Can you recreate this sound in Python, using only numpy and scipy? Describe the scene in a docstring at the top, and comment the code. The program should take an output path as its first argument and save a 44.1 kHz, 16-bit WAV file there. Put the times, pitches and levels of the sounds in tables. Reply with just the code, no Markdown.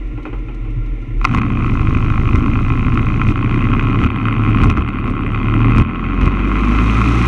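"""A two-cylinder motorcycle idles, pulls away and rides on, heard by a camera in a closed case on the bike.
The crank shakes the frame; each firing thumps through it, rings the camera mount and stirs a rumble.
The camera rattles in its case in step with the crank, with loud single knocks on top; valve gear hisses and ticks.
Road bumps thud and briefly lift the hiss, rattle, rumble, pulses and shake, which then dip and creep back.
A low hum wavers at a standstill. Crank angles time the clicks that drive noise and resonances."""
import sys
import numpy as np
from scipy import signal
from scipy.io import wavfile
from scipy.ndimage import uniform_filter1d

SR = 44100
rng = np.random.default_rng(int(sys.argv[2]) if len(sys.argv) > 2 else 0)


def dump_mix(stems):
    """Bounce the given channels to the path in sys.argv[1] as a 16-bit WAV at rate SR."""
    frames = np.atleast_2d(stems).T  # one column per channel
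    limited = np.clip(frames, -1, 1)  # hard clip at full scale
    pcm = np.round(limited * 32767).astype(np.int16)
    wavfile.write(sys.argv[1], SR, pcm)


def boost(x):
    """Linear amplitude factor 10**(x/20) for a level x in decibels (scalar or array-like)."""
    u = np.asarray(x, float) / 20
    return 10 ** u


N = 320607


def evened(x, span=1.0):
    """Brings the running rms over span seconds to 1."""
    power = np.abs(uniform_filter1d(x ** 2, int(span * SR)))
    return x / np.sqrt(power + 1e-14)


def curves(rows):
    """Every column of a table after its times, interpolated sample by sample."""
    s, *columns = np.transpose(rows)
    return [np.interp(np.arange(N) / SR, s, c) for c in columns]


def colour(x, points):
    """Causal filter with the given gain curve (f/Hz, level/dB)."""
    hz, db = np.transpose(points)
    size = 2 ** 14
    bins = abs(np.fft.fftfreq(size, 1 / SR))
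    log_gain = np.interp(np.log(bins + 1), np.log(hz + 1), db) * np.log(10) / 20
    # the Hilbert transform of the log gain supplies the phase that makes it causal
    response = np.exp(np.conj(signal.hilbert(log_gain)))
    taps = np.fft.ifft(response).real[:size // 2]
    return signal.oaconvolve(x, taps)[:N]


def ring(x, hz, width):
    """A damped resonance, about gain 1 at its peak."""
    r = np.exp(-np.pi * width / SR)
    pole = r * np.exp(2j * np.pi * hz / SR)
    return 2 * signal.lfilter([1 - r], [1, -pole], x).real


def modes(x, table):
    """A bank of resonances; neighbouring modes answer in opposite phase."""
    return sum((-1) ** k * boost(db) * ring(x, hz, width) for k, (hz, width, db) in enumerate(table))


def fade(x, ms):
    """Turns clicks into envelopes that die away with time constant ms."""
    return signal.lfilter([1], [1, -np.exp(-1000 / (ms * SR))], x)


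def beats(turns, angles, spread_db, jitter):
    """One click at each crank angle of each two-turn cycle, uneven in size (dB) and place (turns)."""
    at, db = np.transpose(angles)
    cycles = np.arange(0, turns[-1], 2)[:, None]
    chance = rng.standard_normal((len(cycles), len(at), 2))
    place = np.searchsorted(turns, cycles + at + jitter * chance[..., 0])
    size = boost(db + spread_db * chance[..., 1])
    return np.bincount(place.ravel(), size.ravel(), N + 1)[:N]


def loaded(speed, span):
    """Blend from idle (0) to riding (1) over span crank turns/s above 14."""
    return np.clip((speed - 14) / span, 0, 1)


# faint microphone noise [f/Hz, level/dB as filter gain]
HISS_FLOOR = [(3000, -78), (9000, -77), (12500, -79), (14000, -88), (16000, -105)]


def mic_hiss():
    """The microphone's own noise: white noise, nearly flat, rolled off in the highest treble."""
    return colour(rng.standard_normal(N), HISS_FLOOR)


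# low hum that sinks and wavers, and the mount ring's idle swells
# [t/s, hum f/Hz, hum level/dB, mount ring level/dB]
IDLE_HUM = [(0.0, 43.55, -20, -45), (0.176, 43.56, -20.5, -28.5), (0.22, 43.24, -41, -43),
            (0.346, 44.7, -19, -31), (0.55, 42.46, -23, -35.5), (0.78, 39.5, -15.5, -23),
            (0.92, 41.5, -16.5, -35), (1.06, 40, -26.5, -30), (1.19, 38.5, -10, -24), (1.3, 40.6, -16, -32)]


def hum(speed):
    """A near-pure low tone, gone once the engine revs."""
    hz, db, _ = curves(IDLE_HUM)
    standstill = np.clip((27 - speed) / 8, 0, 1)
    return standstill * boost(db) * np.sin(2 * np.pi * np.cumsum(hz) / SR)


# road bumps under the wheels [t/s, thud drive level/dB, thud f/Hz, dip after it level/dB]
ROAD_BUMPS = [(1.342, -16, 71.3, 4.5), (2.348, -20, 75, 1.5), (3.279, -8.5, 93.8, 3),
              (4.024, -6.5, 75, 6.5), (4.627, -8.5, 75.7, 3.5), (4.68, -7, 79.6, 8), (4.774, -5, 71.2, 9),
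              (4.859, -28, 75, 10), (5.076, -12.5, 73, 8.5), (5.778, -7, 81.3, 11.5), (6.235, -10, 77, 7)]


def bumps():
    """The suspension thuds for a few cycles: a sine with a quick onset and a short decay."""
    out, t = np.zeros(N), np.arange(SR // 5) / SR
    for s, db, hz, _ in ROAD_BUMPS:
        envelope = np.exp(-t / 0.042) * (1 - np.exp(-t / 0.0011))
        out[round(s * SR):][:len(t)] += boost(db) * np.sin(2 * np.pi * hz * t) * envelope
    return out


def jolts():
    """How strongly a bump jolts the hiss, rattle and engine layers (0-1), and the dip that follows (dB)."""
    lead_s, jolt_s, recover_db_per_s = 0.018, 0.065, 15
    s, db, _, dip_db = np.transpose(ROAD_BUMPS)[..., None]
    # one value per 64 samples, counted from just before the thud
    since = np.arange(0, N + 64, 64) / SR - s + lead_s
    strength = np.clip((db + 27) / 15, 0, 1)  # full from -12 dB up, none below -27 dB
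    jolt = (((since > 0) & (since < jolt_s)) * strength).max(axis=0)
    remaining_db = np.maximum(dip_db - recover_db_per_s * (since - jolt_s), 0)
    dip = ((since >= jolt_s) * remaining_db).max(axis=0)
    return [uniform_filter1d(np.repeat(v, 64)[:N], size=600) for v in (jolt, dip)]


# how hard each firing pulls while riding, before each layer's share [t/s, level/dB]
PULL = [(1.2, -13.5), (1.45, -3), (1.75, 2.5), (2.2, 2.5), (3.0, -1), (3.5, -4.5), (3.75, -2),
        (3.95, -11.5), (4.45, -10.5), (5.0, 4), (5.7, -6), (6.2, 5.5), (6.7, -7.5), (7.27, -15.5)]
CRUISE, FAST = 36, 39.6  # crank turns/s: where riding levels hold, and where the fast slope begins


def level(speed, law):
    """A layer's gain from speed, throttle and bumps.

    slope: dB per doubling of speed; fast: dB per 12 turns/s above FAST; pull, dip: shares of throttle and dip.
    """
    idle_db, ride_db, slope_db, fast_db, pull, jolt_db, dips = law
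    jolt, dip_db = jolts()
    ride_db = ride_db + slope_db * np.log2(speed / CRUISE)
    ride_db += fast_db * np.maximum(speed - FAST, 0) / 12
    ride_db += pull * curves(PULL)[0] + jolt_db * jolt - dips * dip_db
    return boost(idle_db + loaded(speed, 8) * (ride_db - idle_db))


# valve openings in a two-turn cycle [crank angle/turns, relative level/dB]
VALVE_ANGLES = [(.38, -5), (.95, -1.5), (1.51, -2.5), (1.84, 0.1)]
# treble colour of valve hiss and knock cracks [f/Hz, relative level/dB]
TREBLE_COLOUR = [(3000, -6), (3900, -3), (4300, -8.5), (4800, -13), (5700, -9.5), (6350, -9.5),
                 (6900, -16.5), (7400, -16.5), (8500, -20), (9600, -21), (10600, -27), (12000, -32),
                 (13200, -35), (14600, -45.5), (16000, -52)]
# hiss level law [idle/dB, ride/dB, slope/dB, fast/dB, pull, jolt/dB, dip]
HISS_LEVEL = (-63, -53.3, -4, 12.5, .1, 7, 1.35)


def valve_hiss(speed, turns):
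    """Hiss that puffs as valves open, with one longer puff a cycle at idle."""
    idle = np.clip((20 - speed) / 6, 0, 1)
    openings = beats(turns, VALVE_ANGLES, spread_db=2.5, jitter=.03)
    puffs = (1 - idle) * fade(fade(openings, ms=.8), ms=3) / 36
    long_puffs = beats(turns, [(.93, 0.0097)], spread_db=5.0, jitter=0.0088)
    puffs += idle * 0.95 * fade(long_puffs, ms=6.5)
    hiss = colour(rng.standard_normal(N) * (.38 + puffs), TREBLE_COLOUR)
    return level(speed, HISS_LEVEL) * evened(hiss, span=.3)


# bright metal resonances, passed through twice [f/Hz, width/Hz, relative level/dB per pass]
TICK_MODES = [(7910, 400, 0), (9100, 380, 2), (10500, 400, -4), (12000, 340, -2.5)]
# how the tick comes and goes [t/s, level/dB before dips and resonance]
TICK_LEVEL = [(0, -80), (3.55, -60), (3.8, -50), (4.2, -44), (5.75, -44), (5.9, -58), (7.27, -62)]


def valve_tick(turns):
    """Valve gear ticks once a cycle: a click and a noise burst ring bright modes."""
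    ticks = beats(turns, [(1.4, 0)], spread_db=1.5, jitter=.01)
    contact = 8 * ticks + rng.standard_normal(N) * fade(ticks, ms=1.5)
    tick = modes(modes(contact, TICK_MODES), TICK_MODES)
    return boost(curves(TICK_LEVEL)[0] - 0.29 * jolts()[1]) * tick


def strike(hits, noise):
    """A firm first contact and a short scrape."""
    return uniform_filter1d(8 * hits, size=5) + .75 * noise * fade(hits, ms=1.8)


# what the camera case rings with [f/Hz, width/Hz, relative level/dB]
CASE_MODES = [(764, 58, -7.5), (1071, 85.5, 3.5), (1332, 134, 2), (2050, 127, -3.5), (2485, 161, -2),
              (3200, 460, -17.5), (3690, 59, -19.5), (4540, 250, -32)]


def case(drive):
    """The case rings, and its walls dull the treble."""
    return signal.lfilter(*signal.butter(2, 4600, fs=SR), modes(drive, CASE_MODES))


# loud single knocks of the camera in its case
# [t/s, relative level/dB, treble against that level/dB]
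SINGLE_KNOCKS = [(0.176, -26, -38), (0.2533, -17, -52), (0.3296, -22, -44), (0.4844, -26, -40),
                 (0.6489, -30, -36), (1.2136, -19, -34), (1.2444, -5, -31), (1.2501, 2, -38),
                 (1.3473, -6, -31), (1.3738, -12, -35), (1.3844, -10, -35), (1.4167, -10, -36),
                 (1.948, -12, -41), (2.1011, -13, -36), (2.2892, -14, -40), (2.3565, -10, -32),
                 (2.4608, -13, -38), (2.5351, -14, -37), (2.6823, -14, -41), (2.9741, -11, -43),
                 (3.2151, -8, -44), (3.2869, -12, -44), (3.5428, -10, -38), (3.7354, -9, -42),
                 (3.7953, -8, -47), (4.0377, -9, -35), (4.2542, -10, -44), (4.2837, -7, -54),
                 (4.5845, -10, -40), (4.6349, -7, -30), (4.6414, -9, -28), (4.6997, -9, -27),
                 (4.7721, -13, -33), (4.8873, -15, -33), (5.0769, -16, -36), (5.3477, -13, -44),
                 (5.5393, -11, -43), (5.7823, -10, -25), (5.8202, -14, -32), (6.2133, -12, -31),
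                 (6.2572, -14, -28), (7.015, -6, -35)]


def knocks():
    """Each knock rings the case, with a crack on top; in the first second the camera also settles loosely."""
    s, db, treble_db = np.transpose(SINGLE_KNOCKS)
    at = (s * SR).astype(int)
    body = np.bincount(at, boost(db), N)
    crack = np.bincount(at, boost(db + treble_db), N)
    noise = rng.standard_normal((3, N))
    early = np.arange(N) < SR
    settle = noise[2] * fade(body * early, ms=28)
    loose = case(settle)
    loose += boost(15.5) * ring(ring(settle, 296, 120), 290, 250)
    loose += boost(3) * ring(ring(settle, 775, 80), 680, 200)
    firm = boost(10.0) * case(strike(body * np.where(early, .6, 1), noise[0]))
    return firm + loose + boost(20.5) * colour(noise[1] * fade(crack, ms=2.4), TREBLE_COLOUR)


# shake reversals in a two-turn cycle [crank angle/turns, relative level/dB]
REVERSAL_ANGLES = [(.17, -2.5), (.68, -3), (1.23, 0), (1.75, -3)]
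# the idling engine heard through the case [f/Hz, relative level/dB]
IDLE_WHIRR = [(350, -31), (600, -4), (799, 0.5), (922, -12), (1010, 7), (1230, -6.5), (1380, 9),
              (1510, -17.5), (1660, -9), (2090, 4.5), (2830, -4), (3320, -15.5), (3620, -12), (4020, -37),
              (5230, -40.5), (8840, -120)]
# rattle level law [idle/dB, ride/dB, slope/dB, fast/dB, pull, jolt/dB, dip]
RATTLE_LEVEL = (-46, -25, 7.5, -2, 0, 1.5, 0.61)


def rattle(speed, turns):
    """The camera strikes its case as the shake reverses; stray bounces and chatter grow; idle only whirrs."""
    riding = loaded(speed, 8)
    stray = rng.random(N) < 3 * (speed - 16) / SR  # 3 a second for each turn/s above 16
    bounces = stray * boost(-10 + 3 * rng.standard_normal(N))
    hits = beats(turns, REVERSAL_ANGLES, spread_db=1.4, jitter=.013)
    noise = rng.standard_normal((3, N))
    chatter = (.13 + .012 * np.maximum(speed - 38, 0)) * noise[0]
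    buzz = evened(case(strike(hits + bounces, noise[1]) + chatter), span=.3)
    whirr = evened(colour(noise[2], IDLE_WHIRR))
    return level(speed, RATTLE_LEVEL) * (riding * buzz + (1 - riding) * whirr)


# crank multiples that excite the mount [multiple of crank rate, ring level/dB before dips]
RING_ORDERS = [(2, -17), (2.5, -27), (3, -11.5), (3.5, -17), (4, -16.5), (4.5, -22)]


def mount_level(speed):
    """Near a crank order the ring is strong, between orders it fades."""
    mount_hz, reach_hz, off_db, dip_share = 114.5, 6.1, -33.5, 1.17
    near = sum(boost(db) ** 2 / (1 + ((mount_hz - k * speed) / reach_hz) ** 4) for k, db in RING_ORDERS)
    ride_db = 10 * np.log10(boost(off_db) ** 2 + near) - dip_share * jolts()[1]
    idle_db = curves(IDLE_HUM)[2]
    return boost(idle_db + loaded(speed, 12) * (ride_db - idle_db))


def mount_ring(speed, fired):
    """Firings and noise excite the camera mount's narrow resonance at 113 Hz."""
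    drive = evened(fired) + .4 * rng.standard_normal(N)
    return mount_level(speed) * evened(ring(ring(drive, 113, 12), 113, 24), span=.15)


# frame spectrum at idle [f/Hz, relative level/dB]
IDLE_FRAME = [(79, -35), (135, -2), (151, -29), (204, -8), (236, -6.5), (317, 1.5), (393, -19), (463, -10),
              (500, -23), (565, -19), (700, -54.5), (910, -59.5), (1540, -120)]
# frame spectrum under load [f/Hz, relative level/dB]
LOADED_FRAME = [(79, -35), (135, -6), (156, -4.5), (226, -1), (280, -2), (324, -7.5), (404, -15.5),
                (500, -24.5), (700, -28), (910, -59.5), (1540, -120)]
# rumble level law [idle/dB, ride/dB, slope/dB, fast/dB, pull, jolt/dB, dip]
RUMBLE_LEVEL = (-35, -17.5, 7.5, -3, 0.1159, 3.5, 0.75)


def frame_rumble(speed, fired):
    """Noise coloured by the frame; under load it swells and thumps with each firing."""
    riding, noise = loaded(speed, 12), rng.standard_normal(N)
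    drive = .5 * evened(fired) + evened(noise * (0.75 + fade(fired, ms=73)))
    idle_rumble = evened(colour(noise, IDLE_FRAME))
    loaded_rumble = evened(colour(drive, LOADED_FRAME))
    return level(speed, RUMBLE_LEVEL) * ((1 - riding) * idle_rumble + riding * loaded_rumble)


# firing pulse level law [idle/dB, ride/dB, slope/dB, fast/dB, pull, jolt/dB, dip]
PULSE_LEVEL = (-58, -18, 2, -2.5, 1, 5.5, 1.26)


def firing_pulses(speed, fired):
    """Each firing pulls the diaphragm back for a few milliseconds."""
    push = .3 * rng.standard_normal(N) - evened(fired)
    kick = signal.oaconvolve(push, signal.windows.gaussian(801, 75), "same")
    pulses = signal.filtfilt(*signal.butter(2, 48, "high", fs=SR), kick)
    return level(speed, PULSE_LEVEL) * evened(pulses)


# crank shake level law [idle/dB, ride/dB, slope/dB, fast/dB, pull, jolt/dB, dip]
SHAKE_LEVEL = (-28, -16, 6.5, 0.4, 0.5, 2.5, 1.5)


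def crank_shake(speed, turns, fired):
    """Unbalance shakes once a turn under load; at idle the firings only rock the bike on its springs."""
    riding = loaded(speed, 12)
    drive = evened(fired) + .5 * rng.standard_normal(N)
    rocking = evened(ring(ring(drive, 32.8, 22), 28, 35))
    unbalance = np.sqrt(2) * np.cos(2 * np.pi * (turns - .06))
    return level(speed, SHAKE_LEVEL) * (riding * unbalance + (.6 - .4 * riding) * rocking)


# the two cylinders' firings in a two-turn cycle [crank angle/turns, relative level/dB]
FIRING_ANGLES = [(0.594, 0.5), (1.64, 4.1)]


def engine(speed, turns):
    """Crank shake, firing pulses, mount ring and rumble share one train of firings."""
    fired = beats(turns, FIRING_ANGLES, spread_db=1.5, jitter=.005)
    return (crank_shake(speed, turns, fired) + firing_pulses(speed, fired)
            + mount_ring(speed, fired) + frame_rumble(speed, fired))


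# engine speed from idle through the ride [t/s, crank turns per s]
CRANK_SPEED = [(0.0, 12.75), (1.17, 12.6), (1.3, 27.12), (1.4, 29.79), (1.8, 25.84), (2.2, 26.21),
               (2.8, 27.53), (3.2, 26.99), (3.6, 31.3), (4.2, 36.11), (5.0, 36.46), (5.2, 35.83),
               (5.4, 36.17), (5.6, 37.7), (5.8, 39.69), (6.8, 53.57), (7.27, 59.65)]


def scene():
    """One crank times the engine, rattle and valves; hum, bumps and knocks join them."""
    speed, = curves(CRANK_SPEED)
    turns = np.cumsum(speed) / SR
    background = hum(speed) + bumps() + valve_hiss(speed, turns) + valve_tick(turns)
    return (background + knocks() + rattle(speed, turns) + engine(speed, turns))[None]


def top_cut(x):
    """Nothing passes above the cut-off."""
    return signal.sosfilt(signal.butter(12, 15700, fs=SR, output="sos"), x)


def record(dry):
    """The microphone adds a faint hiss; the preamplifier rounds off the highest peaks."""
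    noisy = dry + mic_hiss()
    return top_cut(1.3 * np.tanh(noisy / 1.2))


dry = scene()
out = record(dry)
dump_mix(out)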